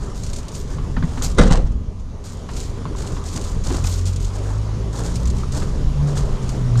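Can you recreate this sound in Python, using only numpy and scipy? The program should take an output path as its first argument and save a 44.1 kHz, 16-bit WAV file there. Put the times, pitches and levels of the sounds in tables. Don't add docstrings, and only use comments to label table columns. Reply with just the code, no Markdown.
import sys
import numpy as np
from scipy import signal
from scipy.fft import rfft, irfft, next_fast_len
from scipy.io import wavfile
from scipy.ndimage import uniform_filter1d, map_coordinates

SR = 44100
rng = np.random.default_rng(int(sys.argv[2]) if len(sys.argv) > 2 else 0)


def inscribe(sig):
    pcm = np.round(np.clip(np.atleast_2d(sig).T, -1, 1) * 32767)
    wavfile.write(sys.argv[1], SR, pcm.astype(np.int16))


def decibels_to_gain(level_db):
    exponent = np.asarray(level_db, float) / 20
    return 10 ** exponent


N = 299880

# time in seconds, gust level in dB.
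GUSTS = [(0, -28), (.78, -28.5), (.93, -23.5), (1.3, -24.5), (1.55, -13.5), (1.8, -17.5), (2.1, -22.5),
         (2.46, -28.5), (2.95, -28), (3.5, -27), (3.82, -25.5), (4.1, -33.5), (4.98, -32.5), (5.13, -23),
         (5.45, -24.5), (5.85, -19.5), (6.1, -24.5), (6.8, -22.5)]
# frequency in Hz, density in dB per Hz.
BUFFET_COLOUR = [(8.8, -59), (15, 3), (38, 2.5), (97, -4.5), (119, -11.5), (162, -11.5), (250, -18.5),
                 (320, -24.5), (550, -120)]
# frequency in Hz, density in dB per Hz.
ROAD_COLOUR = [(76, -16), (130, -1), (180, -10), (256, -13.5), (350, -15.5), (395, -9.5), (440, -14),
               (620, -19), (680, -22.5), (1200, -24), (1600, -41.5), (2600, -45.5), (3400, -89),
               (5700, -120)]
# frequency in Hz, level in dB.
WHINE_TONES = [(1000, -56), (2000, -68)]
# frequency in Hz, density in dB per Hz.
HISS_COLOUR = [(880, 7.5), (1500, 5.5), (2560, 0), (2980, 2), (4440, 0.5), (6910, 0.5), (7490, -6.5),
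               (10300, -11.5), (13000, -23.5)]
# start in seconds, hold in seconds, crunch in dB, heel weight in dB.
FOOTSTEPS = [(.01, 0.015, -48.5, 10), (0.145, 0.23, -45.5, -13), (0.517, 0.055, -42, -16),
             (0.675, 0.036, -48.5, 10.5), (1.039, 0.18, -48.5, 8.5), (1.222, 0.023, -26.5, -11),
             (2.24, 0.077, -43.5, -4), (2.488, 0.049, -49, -5), (2.554, 0.076, -42.5, -11),
             (2.961, 0.19, -42, 4), (3.239, 0.3, -40, -4), (3.638, 0.15, -36, 1.5),
             (3.84, 0.14, -34.5, -11), (4.055, 0.0083, -32.5, -5), (4.201, 0.054, -41.5, -13),
             (4.337, 0.028, -45.5, 6), (4.431, 0.089, -48, 9.5), (4.929, 0.084, -39.5, 5),
             (5.036, 0.029, -40, 5.5), (5.141, .025, -41, -14), (5.26, 0.062, -52, -2),
             (5.35, 0.02, -50, -3), (5.521, 0.059, -34, 1), (5.606, 0.053, -50.5, 10.5),
             (6.073, 0.015, -42, 7), (6.155, 0.047, -41, 5), (6.236, 0.041, -54.5, 13),
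             (6.418, .025, -49, 1), (6.474, 0.023, -53, 5), (6.7747, .05, -36.5, 5)]
# start in seconds, peak in dB.
PEBBLE_SLIPS = [(0.234, -22), (0.2634, -27), (0.2987, -26), (0.3323, -18.5), (0.3616, -20.5), (0.385, -24),
                (0.4823, -23), (0.55, -24), (1.3153, -26), (1.3468, -31), (1.719, -39), (1.997, -41),
                (2.6018, -22), (3.0195, -28), (3.0724, -24), (3.1193, -28), (3.3608, -18.5), (3.4131, -24),
                (3.44, -23.5), (3.745, -22.5), (3.93, -49), (4.1315, -27), (4.1607, -21.5), (4.2463, -22),
                (5.1561, -18.5), (5.255, -23), (5.2736, -21), (5.3004, -22.5), (6.1669, -22), (6.491, -21)]
# frequency in Hz, density in dB per Hz.
GRIT_COLOUR = [(880, -20), (1500, -5.5), (1780, -21), (1910, -12), (2060, -7), (2860, -6.5), (4370, -0.5),
               (5570, -0.5), (6880, 3), (8930, -5), (10800, -17), (12500, -20.5), (15000, -27)]
# frequency in Hz, density in dB per Hz.
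SAND_COLOUR = [(9500, -28), (11500, -5), (12800, 3), (14500, -11), (15500, -18)]
# frequency in Hz, density in dB per Hz.
HEEL_COLOUR = [(150, -40), (250, 11), (500, 6), (1100, -0.5), (1800, -4.5), (3000, -66)]
# start in seconds, peak in dB, pitch in Hz, brightness in dB.
KNOCKS = [(.784, -25.5, 1130, -13), (0.966, -20.5, 1780, -8), (1.025, -21, 1510, -9),
          (1.036, -24, 1940, -14), (1.173, -27, 1310, -4), (1.214, -25.5, 1250, -9),
          (2.489, -22.5, 1100, -10), (2.854, -15.5, 1050, -20.5), (2.950, -19.5, 1040, -25),
          (3.166, -29, 1030, -6), (3.37, -31, 980, -2.5), (3.703, -19.5, 1020, -9), (3.742, -28, 1400, -2),
          (3.843, -22, 2518, -12), (3.994, -29, 1160, -18), (5.434, -18.5, 1260, -23),
          (5.620, -23.5, 1300, -9), (6.755, -23.5, 1219, -12)]
# frequency in Hz, density in dB per Hz.
KNOCK_COLOUR = [(300, 0), (700, -0.5), (1200, 2), (2200, -10), (4500, -14), (8000, -58), (10000, -51)]
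# start in seconds, peak in dB, pitch in Hz, T60 in seconds.
DULL_THUDS = [(.972, -21.5, 242.7, 0.18), (.980, -18.5, 155.4, 0.41), (1.024, -18, 244, 0.22),
              (1.037, -10.5, 159, 0.13), (1.175, -21.5, 252, 0.15), (3.704, -22, 271, 0.15),
              (3.715, -16.5, 364, 0.071), (3.744, -16.5, 275, 0.051)]
# start in seconds, peak in dB, body in dB.
DOOR_BLOWS = [(1.366, -37, 2), (1.374, -30, 4), (1.3842, -9, -2), (1.3924, -13, -2), (1.3984, -14, -4),
              (1.4124, -15, -6), (1.4346, -15, -6), (1.4524, -28, 3), (1.4754, -29, 8), (1.509, -13, -3),
              (1.5344, -26, 3), (1.5723, -21, -1)]
# pitch in Hz, level in dB, T60 in seconds.
LATCH_MODES = [(484, -4, .12), (800, -10, .1), (1050, -4, .08), (1220, -3, .08), (1370, -6, .08),
               (1530, -6, .08), (1700, -8, .06), (2045, -6, .07), (2375, -13, .07), (3250, -15, .08),
               (3565, -11, .05), (3787, -6, .05), (5706, -13, .045), (6250, -15, .04), (8974, -14, .1)]
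# start in seconds, peak in dB, pitch in Hz, T60 in seconds.
DOOR_HEAVES = [(1.377, -11, 48.2, 0.44), (1.388, -16, 50, 0.13), (1.398, -2, 36.3, 0.23),
               (1.394, -6.5, 259, 0.1), (1.406, -3, 167, 0.062), (1.443, -6.5, 37.7, 0.42),
               (1.444, -12, 193, 0.14), (1.509, -5, 169, 0.093), (1.513, -0.5, 29.5, 0.14),
               (1.580, -7, 35.5, .25), (1.642, -9, 36, 0.14), (1.693, -14.5, 33.7, 0.27),
               (1.754, -10, 59.4, 0.15)]
# pitch in Hz, level in dB, T60 in seconds.
CAB_MODES = [(105.3, -20.5, 1), (149.6, -15, 0.32), (187, -20.5, 1), (227, -16.5, 0.79)]
# time in seconds, shaking in dB.
SHAKING = [(1.374, -32), (1.388, -10.5), (1.406, -14.5), (1.5, -21.5), (1.51, -15.5), (1.59, -26.5),
           (1.65, -36.5), (1.72, -44), (1.8, -52)]
# frequency in Hz, density in dB per Hz.
RATTLE_COLOUR = [(1180, -6), (2000, -4), (2410, -28), (3000, -8), (3260, -11.5), (6520, -9), (8680, -14),
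                 (10200, -33), (15000, -39)]
# frequency in Hz, density in dB per Hz.
PANEL_COLOUR = [(120, -32), (200, -3), (300, 1), (400, -6), (485, -1), (640, -9), (800, -13.5), (1200, -32),
                (1600, -22), (2050, -33), (2800, -36), (4500, -49)]
# time in seconds, firing rate in Hz, loudness in dB.
ENGINE_RUN = [(2.9, 78.4, -34.5), (3.3, 82.3, -29.5), (3.55, 83.55, -29), (4.06, 90.4, -19),
              (4.24, 91.3, -25.5), (4.57, 103.8, -24), (4.72, 105.4, -23), (4.9, 108.2, -27),
              (5.15, 116.1, -35), (5.42, 128.6, -26), (5.75, 135.1, -31.5), (5.94, 144.3, -29.5),
              (6.04, 144.5, -13.5), (6.17, 142.6, -27.5), (6.29, 138.2, -27.5), (6.6, 123.5, -24),
              (6.76, 120.7, -14.5), (6.8, 119.7, -11)]
# order rate in Hz, level in dB.
EXHAUST = [(40, -31.5), (45, -25), (52, -28.5), (62, -24), (69, -29), (130, -38.5), (178, -32), (200, -42)]

DUCK_S, DUCK_DB, DUCK_FALL_S, DUCK_HOLD_S, DUCK_BACK_S = 1.31, -8, 0.44, 0.36, 0.43
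ROAD_DB, ROAD_DB_PER_S, ROAD_GUST = -34.5, 0.6169, 0.17
HISS_DB, HISS_DB_PER_S, HISS_GUST = -49, 0.6637, 0.05
STEP_RISE_S, SETTLE_S, SHUFFLE_DB = 0.019, 0.11, -60.5
SAG_DB_PER_S = 11.5
SAND_DB, SAND_LIGHTNESS = -25, 0.4
CRACKLE = 0.5
SLIP_DB = 12
STONE_HZ, STONE_SPREAD, SLIP_T60_S = 6790, 0.051, 0.058
RATTLE_DB, RATTLE_GROWS, PANEL_DB, ECHO_DB = -14, 1.17, -3, -8
OVERRUN_DB, FOURTH_DB, FLUTTER_DB = -8, -22.5, 2.4


def unit(x):
    return x / np.sqrt(np.mean(x ** 2) + 1e-20)


def clock(seconds=N / SR):
    return np.arange(int(round(seconds * SR))) / SR


def curves(rows):
    s, *columns = np.transpose(rows)
    return [np.interp(clock(), s, column) for column in columns]


def inside(rows):
    t = clock()
    return np.clip(np.minimum(t - rows[0][0], rows[-1][0] - t) * 100 + 1, 0, 1)


def wobble(rate):
    knots = rng.standard_normal(int(N * rate / SR) + 4)
    return map_coordinates(knots, [np.arange(N) * rate / SR])


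def coloured(x, spectrum):
    size = next_fast_len(len(x) + 8192)
    hz, db = np.transpose(spectrum)
    bins = np.fft.rfftfreq(size, 1 / SR)
    gain = decibels_to_gain(np.interp(np.log(bins + 1), np.log(hz + 1), db, -120, -120))
    return unit(irfft(rfft(x, size) * gain, size)[:len(x)])


def rush(spectrum, patchy_db):
    z = signal.stft(rng.standard_normal(N + 512), nperseg=512)[2]
    patches = uniform_filter1d(rng.standard_normal(z.shape), 6, 0)
    patches = uniform_filter1d(patches, 12, 1)
    noise = signal.istft(z * decibels_to_gain(patchy_db * unit(patches)), nperseg=512)[1]
    return coloured(noise[:N], spectrum)


def grains(share, spread_db):
    size = decibels_to_gain(spread_db * rng.exponential(size=N))
    return (rng.random(N) < share) * rng.standard_normal(N) * size


def ring(hz, t60, t):
    return decibels_to_gain(-60 * t / t60) * np.sin(2 * np.pi * hz * t)


def burst(spectrum, t60, t):
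    return decibels_to_gain(-60 * t / t60) * coloured(rng.standard_normal(len(t)), spectrum)


def attack(rise_s, t):
    return 1 - np.exp(-t / rise_s)


def add(track, s, sound):
    part = track[round(s * SR):][:len(sound)]
    part += sound[:len(part)]


def thuds(rows):
    out, t = np.zeros(N), clock(1 / 3)
    for s, db, hz, t60 in rows:
        add(out, s, decibels_to_gain(db) * ring(hz, t60, t) * attack(0.00045, t))
    return out


def gain_control():
    corners = DUCK_S + np.cumsum([0, DUCK_FALL_S, DUCK_HOLD_S, DUCK_BACK_S])
    return DUCK_DB * np.interp(clock(), corners, [0, 1, 1, 0])


def gust_swing():
    gust_db, = curves(GUSTS)
    return gust_db - gust_db.mean()


def wind():
    gust_db, = curves(GUSTS)
    buffet = unit(decibels_to_gain(0.54 * wobble(9)) * rush(BUFFET_COLOUR, patchy_db=0.65))
    return decibels_to_gain(gust_db + 2.5) * buffet


def traffic():
    t = clock()
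    tyres = decibels_to_gain(0.75 * wobble(6.5)) * rush(ROAD_COLOUR, patchy_db=2.5)
    whine = sum(decibels_to_gain(db) * np.sin(2 * np.pi * hz * t) for hz, db in WHINE_TONES)
    level_db = ROAD_DB + ROAD_DB_PER_S * t + ROAD_GUST * gust_swing()
    return decibels_to_gain(level_db) * (tyres + decibels_to_gain(34) * whine)


def leaves_and_preamp():
    level_db = HISS_DB + HISS_DB_PER_S * clock() + HISS_GUST * gust_swing()
    return decibels_to_gain(level_db) * rush(HISS_COLOUR, patchy_db=1.7)


def gravel():
    stones = grains(0.25, spread_db=1.5) + 0.36 * rng.standard_normal(N)
    stones += CRACKLE * unit(grains(0.012, spread_db=1.2))
    grit = coloured(decibels_to_gain(2.05 * wobble(140)) * stones, GRIT_COLOUR)
    sand = coloured(decibels_to_gain(3.7 * wobble(60)) * grains(0.1, spread_db=-1), SAND_COLOUR)
    heel = coloured(decibels_to_gain(0.52 * wobble(40)) * grains(0.069, spread_db=2.5), HEEL_COLOUR)
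    roll_db = 1.9 * np.pad(wobble(22), (0, SR))
    out, t = decibels_to_gain(SHUFFLE_DB + gain_control()) * grit, clock(0.5)
    for s, hold, db, weight_db in FOOTSTEPS:
        start = round(s * SR)
        settle_db = (SHUFFLE_DB - db) * np.maximum(t - hold, 0) / SETTLE_S
        load_db = db + settle_db - SAG_DB_PER_S * t + roll_db[start:][:len(t)]
        load = decibels_to_gain(load_db) * np.minimum(t / STEP_RISE_S, 1)
        crunch = grit + decibels_to_gain(weight_db) * heel + decibels_to_gain(SAND_DB - SAND_LIGHTNESS * weight_db) * sand
        crunch = crunch[start:][:len(t)]
        add(out, s, load[:len(crunch)] * crunch)
    return out


def pebbles():
    out, t = np.zeros(N), clock(SR // 8 / SR)
    landings = [(s, db + SLIP_DB) for s, _, db, _ in FOOTSTEPS]
    for s, db in landings + list(PEBBLE_SLIPS):
        hz = STONE_HZ * np.exp(STONE_SPREAD * rng.standard_normal())
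        slip = burst(GRIT_COLOUR, SLIP_T60_S, t) + 1.9 * ring(hz, 0.01, t)
        add(out, s, decibels_to_gain(db - 10) * slip * attack(0.00048, t))
    return out


def ticks():
    out, t = thuds(DULL_THUDS), clock(SR // 8 / SR)
    for s, db, hz, bright_db in KNOCKS:
        knock = ring(hz, 0.018, t) + 0.4 * burst(KNOCK_COLOUR, 0.012, t)
        knock += decibels_to_gain(bright_db + 1.5) * burst(KNOCK_COLOUR, 0.097, t)
        add(out, s, decibels_to_gain(db) * knock * attack(0.0011, t))
    return out


def door():
    out, t = thuds(DOOR_HEAVES), clock(0.25)
    for s, db, body_db in DOOR_BLOWS:
        steel = sum(decibels_to_gain(level) * rng.uniform(0.57, 1) * ring(hz, t60, t) for hz, level, t60 in LATCH_MODES)
        steel *= decibels_to_gain(-160 * max(s - 1.4, 0))
        blow = 1.15 * steel + 0.45 * burst(RATTLE_COLOUR, 0.035, t)
        blow += decibels_to_gain(body_db) * burst(PANEL_COLOUR, 0.08, t)
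        add(out, s, decibels_to_gain(db - 4) * blow * attack(0.0005, t))
    return out


def shudder():
    shake_db, = curves(SHAKING)
    below_peak_db = shake_db - shake_db.max()
    rattle = coloured(decibels_to_gain(3.6 * wobble(65.75)) * grains(0.49, spread_db=3.5), RATTLE_COLOUR)
    panel = unit(decibels_to_gain(3.5 * wobble(45)) * rush(PANEL_COLOUR, patchy_db=3))
    echo = rush(KNOCK_COLOUR, patchy_db=3)
    mix = decibels_to_gain(RATTLE_DB + (RATTLE_GROWS - 1) * below_peak_db) * rattle
    mix += decibels_to_gain(PANEL_DB) * panel
    mix += decibels_to_gain(ECHO_DB + 0.27 * below_peak_db) * echo
    return inside(SHAKING) * decibels_to_gain(shake_db) * mix


def cab():
    out, t = np.zeros(N), clock(1)
    hum = sum(decibels_to_gain(db) * ring(hz, t60, t) for hz, db, t60 in CAB_MODES)
    add(out, 1.385, hum * attack(0.011, t))
    return out


def exhaust_level(order_hz):
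    return np.interp(order_hz, *np.transpose(EXHAUST)) + FLUTTER_DB * wobble(9)


def engine():
    hz, firing_db = curves(ENGINE_RUN)
    turn = 2 * np.pi * np.cumsum(hz) / SR
    off_throttle = uniform_filter1d(1.0 * (np.gradient(hz) < 0), size=SR // 8)
    firing = np.sin(turn + 0.29 * wobble(16))
    firing += decibels_to_gain(FOURTH_DB) * np.sin(2 * turn + 1.4 * wobble(16))
    firing *= decibels_to_gain(firing_db + 2.5 + 0.76 * wobble(12))
    shaft_db = exhaust_level(hz / 2) + 5 + OVERRUN_DB * off_throttle
    shaft = decibels_to_gain(shaft_db) * np.sin(turn / 2 + 0.83 * wobble(12))
    third = decibels_to_gain(exhaust_level(hz * 3 / 2)) * np.sin(turn * 3 / 2 + 0.5 * wobble(10))
    return inside(ENGINE_RUN) * (firing + shaft + third)


def scene():
    background = decibels_to_gain(gain_control()) * (wind() + traffic() + leaves_and_preamp())
    feet = gravel() + pebbles()
    slam = door() + shudder() + cab()
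    return (background + feet + ticks() + slam + engine())[None]


def top_cut(x):
    return signal.sosfilt(signal.butter(12, 15180, fs=SR, output="sos"), x)


def record(dry):
    rounded = dry / (1 + np.abs(dry / 0.95) ** 6) ** (1 / 6)
    return top_cut(rounded)


dry = scene()
out = record(dry)
inscribe(out)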